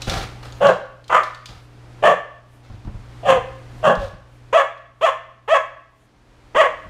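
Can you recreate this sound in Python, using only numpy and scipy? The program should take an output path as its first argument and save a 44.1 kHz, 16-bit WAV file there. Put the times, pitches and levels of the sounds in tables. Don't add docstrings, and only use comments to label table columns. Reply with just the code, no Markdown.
import sys
import numpy as np
from scipy import signal
from scipy.fft import rfft, irfft
from scipy.io import wavfile
from scipy.ndimage import uniform_filter1d, minimum_filter1d

SR = 44100
rng = np.random.default_rng(int(sys.argv[2]) if len(sys.argv) > 2 else 0)


def pcm_store(signal):
    levels = np.round(np.clip(np.atleast_2d(signal), -1, 1) * 32767)
    wavfile.write(sys.argv[1], SR, levels.astype(np.int16).T)


N = 303849
TIME = np.arange(N) / SR
BLOCK = SR // 3


def from_db(db):
    return 10 ** (np.asarray(db) / 20)


def rms_one(x):
    return x / np.sqrt(np.mean(x ** 2) + 1e-20)


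def at_hz(points, hz):
    f, value = np.transpose(points)
    return np.interp(np.log(np.maximum(hz, 1)), np.log(f), value)


def colour(x, points):
    gain = from_db(at_hz(points, np.fft.rfftfreq(len(x), 1 / SR)))
    return rms_one(irfft(rfft(x) * gain, len(x)))


def band(x, low_hz, high_hz, order=2):
    edges_hz = [low_hz, min(high_hz, .45 * SR)]
    return signal.sosfilt(signal.butter(order, edges_hz, "band", fs=SR, output="sos"), x)


def drift(n, rate):
    where = np.arange(n) / SR * rate
    return np.interp(where, np.arange(4096), rng.standard_normal(4096))


def even(x, size=400):
    return x / np.sqrt(np.abs(uniform_filter1d(x ** 2, size)) + 1e-9)


def burst(t60):
    t = TIME[:SR // 2]
    return rng.standard_normal(len(t)) * from_db(-60 * t / t60)


def add(out, s, x):
    i = max(int(s * SR), 0)
    out[i:i + len(x)] += x[:N - i]


def puppy(bark_db=0.03):
    # (start [s], rise [s], fall [s], first pitch [Hz], crest pitch [Hz], pitch after crest [Hz],
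    #  relative level [dB], swell [dB], fade [dB], roughness [0-1], yelp [0-1],
    #  open-mouth band re throat [dB], bright edge re throat [dB],
    #  muzzle resonance [Hz], its lift [dB], nasal notch depth [dB])
    bark_rows = [(.603, .047, .059, 479.6, 597.4, 573.6, -10.5, 16.5, -0.5, 0.44, .05, -7.5, -19, 1480, 11, 4.5),
                 (1.094, .073, 0.035, 371, 520, 599.5, -22, 10, 3.5, 0.62, 0, 10, -8.5, 1306, 7, -2),
                 (2.022, .039, 0.061, 537.4, 621, 594.2, -11.5, 17, 2, 0.41, 0.18, -2, -13.5, 1780, 4.5, 1),
                 (3.228, .088, 0.065, 690.8, 540.6, 543.8, -10, 28, 9.5, .37, 0, -5, -14, 1820, 5.5, 5),
                 (3.826, .047, 0.055, 694.4, 601.6, 570.7, -10.5, 19, 3.5, 0.4, 0, -3, -16, 1540, 6.5, 13),
                 (3.98, 0.058, 0.012, 557, 556, 555, -29, 18, -1, 0.3, 0, -24, -30, 1520, 7.5, 9),
                 (4.526, .046, 0.046, 431.5, 664.3, 575.5, -16, 5.5, 2.5, 0.32, 0.76, 3.5, -9.5, 1680, 2, 0),
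                 (5.009, .046, .037, 399, 666.5, 590.4, -20, 14.5, 3, 0.41, 0.95, 8.5, -5, 1663, -2, 1),
                 (5.476, 0.064, .03, 371.5, 659, 576, -19.5, 11, 0.5, 0.27, 1, 5.5, -7, 1766, 7.5, -1.5),
                 (6.546, .064, .051, 370.9, 636.2, 570, -15, 6.5, 4, 0.3, 0.4, 3, -10, 1940, 8.5, 1)]
    out = np.zeros(N)
    for row in bark_rows:
        add(out, *bark(row))
    return from_db(bark_db) * (out + huffs())


def bark(row):
    (start, rise, fall, first_hz, crest_hz, late_hz, level_db, swell_db, fade_db,
     roughness, yelp, mouth_db, edge_db, *muzzle_row) = row
    t = TIME[:BLOCK]
    to_go = np.maximum(1 - t / rise, 0)
    after = np.maximum(t - rise, 0)
    spent = np.maximum(t - rise - fall, 0)

    glide_curve, swell_curve = 2.3, 2.14
    break_s, sag_hz_per_s, slack_hz_per_s = .008, 700, 1300
    broken = np.clip((t - rise) / break_s + .5, 0, 1)
    glide = crest_hz + (first_hz - crest_hz) * to_go ** glide_curve
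    sag = np.maximum(late_hz - sag_hz_per_s * after - slack_hz_per_s * spent, late_hz / 2)
    pitch = glide * (1 - broken) + sag * broken
    effort_db = -swell_db * to_go ** swell_curve - fade_db * np.minimum(after / fall, 1)

    yelp_s, yelp_db, yelp_mouth_db = 0.026, 12.4, -10.5
    onset_rasp = 0.25
    clear = yelp * (1 - broken) * np.exp(-(to_go * rise / yelp_s) ** 2)
    rough = np.clip(roughness * (1 - yelp * (1 - broken)) + onset_rasp * to_go, 0, .9)

    voice = doorway(muzzle(larynx(pitch, rough), *muzzle_row))
    throat, mouth, edge, hiss = split(voice, [850, 2150, 3900])
    bloom = .35
    edge = edge + hiss * from_db(bloom * effort_db)
    jaw_follows, edge_follows, dulling_db_per_s = 0.7, .2, 81
    throat_db = yelp_db * clear
    mouth_db = mouth_db + jaw_follows * effort_db + yelp_mouth_db * clear
    edge_db = edge_db + edge_follows * effort_db - dulling_db_per_s * after
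    sound = even(throat) * from_db(throat_db) + even(mouth) * from_db(mouth_db) + even(edge) * from_db(edge_db)

    attack_s, release_s = .005, 0.016
    gate = np.minimum(t / attack_s, 1) * np.exp(-spent / release_s)
    flutter_db = 5.4 * rough * drift(BLOCK, 170)
    return start, sound * from_db(level_db + effort_db + flutter_db) * gate


def larynx(pitch, rough, jitter=.11, shimmer=.7, rasp_db=8.02, slope=.55):
    n = len(pitch)
    phase = 2 * np.pi * np.cumsum(pitch * (1 + jitter * rough * drift(n, 300.7))) / SR
    k = np.arange(1, 17)[:, None]
    spread = np.pi * k ** 2 / 16
    pulses = rms_one(np.sum(np.sin(k * phase + spread) / k ** slope, axis=0))
    subharmonic = .5 * np.cos(phase / 2)
    uneven = 1 + rough * (shimmer * drift(n, 322) + subharmonic)
    air = rms_one(rng.standard_normal(n) * (1 + 0.88 * np.cos(phase)))
    return pulses * uneven * (1 - rough) + from_db(rasp_db) * (rough + 0.017) * air


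def muzzle(voice, peak_hz, peak_db, notch_db, width_hz=130, notch_hz=2200, notch_width_hz=280):
    # (frequency [Hz], level [dB])
    voice_colour = [(280, -33), (420, -10.5), (560, -4.5), (680, 0), (880, -6.5), (1150, -1.5), (1450, -12),
                    (1850, -12.5), (2250, -16.5), (2750, -13.5), (3350, -16), (3750, -31.5), (5200, -36.5),
                    (6800, -30.5), (10000, -42.5), (15000, -56)]
    f = np.fft.rfftfreq(len(voice), 1 / SR)
    lift_db = peak_db / (1 + ((f - peak_hz) / width_hz) ** 2)
    nose_db = notch_db * np.exp(-((f - notch_hz) / notch_width_hz) ** 2)
    return colour(irfft(rfft(voice) * from_db(lift_db - nose_db), len(voice)), voice_colour)


def doorway(x, wet_db=-5, t60=0.11):
    echoes = burst(t60) * (TIME[:SR // 2] > .003)
    return x + from_db(wet_db) * signal.fftconvolve(x, echoes / np.linalg.norm(echoes))[:len(x)]


def split(x, edges_hz):
    f, spectrum = np.fft.rfftfreq(len(x), 1 / SR), rfft(x)
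    below = [0] + [1 / (1 + (f / hz) ** 16) for hz in edges_hz] + [1]
    return [irfft(spectrum * (b - a), len(x)) for a, b in zip(below, below[1:])]


def huffs(level_db=-6, length_s=.11):
    # (time [s], started 10 ms earlier, relative level [dB])
    huff_rows = [(0.624, -20), (1.109, -37), (2.04, -27.5), (3.274, -24), (3.85, -19)]
    out = np.zeros(N)
    swell = np.sin(np.pi * np.minimum(TIME[:BLOCK] / length_s, 1))
    for s, db in huff_rows:
        huff = even(band(rng.standard_normal(BLOCK), 140, 215), size=1200)
        add(out, s - .01, from_db(db + level_db) * swell * huff)
    return out


def claws(level_db=-14, t60=0.026, ring_db=-10, slide_db=-11, slide_t60=0.4):
    # (time [s], relative level [dB], frequency just below the ring band [Hz])
    claw_rows = [(0.0192, -11.5, 3370), (0.0968, -7, 4750), (0.5234, -27.5, 5700), (0.6687, -14.5, 3360),
                 (1.042, -35.5, 3540), (1.0803, -26, 2880), (1.234, -18.5, 2170), (1.347, -28, 3860),
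                 (1.4575, -19, 4130), (2.849, -41, 2000), (3.953, -25, 2970), (4.7764, -44, 1985)]
    # (frequency [Hz], level [dB])
    crack_colour = [(500, -18), (1500, -6), (3500, 10.5), (7000, -2), (14000, -21.5)]
    out, t = np.zeros(N), TIME[:BLOCK]
    decay = from_db(-60 * t / t60) + from_db(slide_db - 60 * t / slide_t60)
    for s, db, hz in claw_rows:
        crack = colour(rng.standard_normal(BLOCK), crack_colour)
        ring = rms_one(band(crack, hz * 1.1, hz * 1.25))
        add(out, s, from_db(db + level_db) * (crack + from_db(ring_db) * ring) * decay)
    return out


def paws(level_db=-6, pad_db=-3.02, pad_t60=0.23):
    # (time [s], relative level [dB])
    paw_rows = [(0.073, -10.5), (0.118, -15.5), (0.159, -12.5), (0.209, -23.5), (1.489, -28),
                (1.549, -35.5), (2.699, -25.5), (2.739, -31), (2.848, -24), (2.872, -19), (2.939, -22),
                (2.999, -35.5), (3.359, -21), (3.969, -15.5), (4.029, -22.5), (4.129, -28.5),
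                (6.859, -29.5)]
    # (mean frequency [Hz], mean level [dB], t60 [s])
    board_modes = [(32, -5, 0.26), (50, -3.5, 0.21), (70, -11, .2), (98.5, -2, 0.21), (143.2, -7.5, .14),
                   (197.3, -7, 0.13), (330, -12.5, 0.089)]
    out, t = np.zeros(N), TIME[:SR // 2]
    for s, db in paw_rows:
        thump = 0
        for k, (hz, mode_db, t60) in enumerate(board_modes):
            decay = from_db(mode_db + rng.normal(0, 3) - 60 * t / t60)
            mode_hz = hz * rng.normal(1, .06)
            thump = thump + (-1) ** k * decay * np.sin(2 * np.pi * mode_hz * t)
        pad = from_db(pad_db) * band(burst(pad_t60), 200, 950)
        add(out, s, from_db(db + level_db) * (thump + pad))
    return out


def skid(grain_db=2.5):
    # (start [s], length before release [s], level [dB])
    skid_rows = [(0, 0.031, -47), (0.069, 0.075, -29.5), (0.161, 0.032, -30.5), (0.423, 0.027, -43),
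                 (1.48, 0.073, -49.5), (2.627, .12, -59), (3.987, .06, -43.5)]
    # (frequency [Hz], level [dB])
    rush_colour = [(200, -9.5), (350, -4), (560, -0.5), (780, -3.5), (1000, -9), (1300, -6), (1800, -8.5),
                   (4200, -9), (7000, -19.5), (15000, -35.5)]
    # (frequency [Hz], width [Hz], level [dB])
    threshold_modes = [(540, 71, -15.5), (773, 67, -7), (1290, 280, -8.5)]
    attack_s, release_s = 0.0086, 0.052
    out, t = np.zeros(N), TIME[:SR]
    for s, length, level_db in skid_rows:
        grains = rng.standard_normal(SR) * from_db(grain_db * drift(SR, 250))
        rush = colour(grains, rush_colour)
        wood = sum(from_db(db) * rms_one(band(grains, hz - width / 2, hz + width / 2, order=1))
                   for hz, width, db in threshold_modes)
        drag = np.minimum(t / attack_s, 1) * np.exp(-np.maximum(t - length, 0) / release_s)
        add(out, s, from_db(level_db) * drag * (rush + wood))
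    return out


def house(x, wet_db=-14.0, near_db=-12.0, near_t60=0.27, gap=0.015):
    # (frequency [Hz], t60 [s]); in the top band t60 is negative, so its noise grows for half a second
    far_t60 = [(150, .5), (550, 0.56), (1200, 0.64), (1800, 0.67), (3000, 0.64), (7000, 0.55),
               (14000, -0.5)]
    # (frequency [Hz], level [dB])
    ring_colour = [(150, -1), (550, -3), (850, -2), (1200, -0.5), (1900, 3), (3000, -1), (7000, -0.5),
                   (14000, -3.5)]
    edges = np.geomspace(60, 16000, 13)
    onset = np.clip(TIME[:SR // 2] / gap - 1, 0, 1)
    response = 0
    for low, high in zip(edges, edges[1:]):
        hz = np.sqrt(low * high)
        far = onset * burst(at_hz(far_t60, hz))
        near = onset * burst(near_t60)
        ring = from_db(wet_db) * far / np.linalg.norm(far) + from_db(near_db) * near / np.linalg.norm(near)
        response = response + from_db(at_hz(ring_colour, hz)) * band(ring, low, high)
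    return x + signal.fftconvolve(x, response)[:N]


def background(hum_db=-33, air_db=-43.0, deep_hz=150):
    # (frequency [Hz], relative level [dB])
    hum_lines = [(60, -11.5), (120, -3), (180, -29.5), (240, -24), (298, -19)]
    # (frequency [Hz], level [dB])
    air_colour = [(15, -15), (30, 1.5), (70, -4), (170, -12.5), (330, -12), (550, -14.5), (1100, -18),
                  (2500, -24.5), (5000, -31.5), (9500, -40.5), (15000, -53.5)]
    # (time [s], level [dB])
    step_aside = [(5.65, 0), (6.05, -9)]
    aside_db = np.interp(TIME, *np.transpose(step_aside))
    hum = sum(from_db(db + aside_db * (hz < deep_hz)) * np.sin(2 * np.pi * (hz * TIME + rng.random()))
              for hz, db in hum_lines)
    air = colour(rng.standard_normal(N), air_colour)
    return from_db(-dips()) * (from_db(hum_db) * hum + from_db(air_db) * air)


def dips(attack_s=0.03, hold_s=0.35, recovery_db_per_s=15):
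    # (time of full depth [s], depth [dB])
    dip_rows = [(.65, 12), (1.152, 10.5), (2.07, 13), (3.3, 2.5), (3.9, 11), (4.56, 17.5), (5.051, 17),
                (5.53, 17), (6.6, 6.5)]
    dip_db = np.zeros(N)
    for s, depth_db in dip_rows:
        left_db = depth_db - recovery_db_per_s * np.maximum(TIME - s - hold_s, 0)
        dip_db = np.maximum(dip_db, left_db * np.clip((TIME - s) / attack_s + 1, 0, 1))
    return dip_db


def scene():
    sources = puppy() + claws() + paws() + skid()
    return (house(sources) + background())[None]


def record(dry, top=1.0, cutoff_hz=15500):
    room_left = np.minimum(top / (np.abs(dry) + 1e-9), 1)
    gain = uniform_filter1d(minimum_filter1d(room_left, size=61), size=61)
    return signal.sosfilt(signal.ellip(10, .1, 90, cutoff_hz, fs=SR, output="sos"), dry * gain)


dry = scene()
out = record(dry)
pcm_store(out)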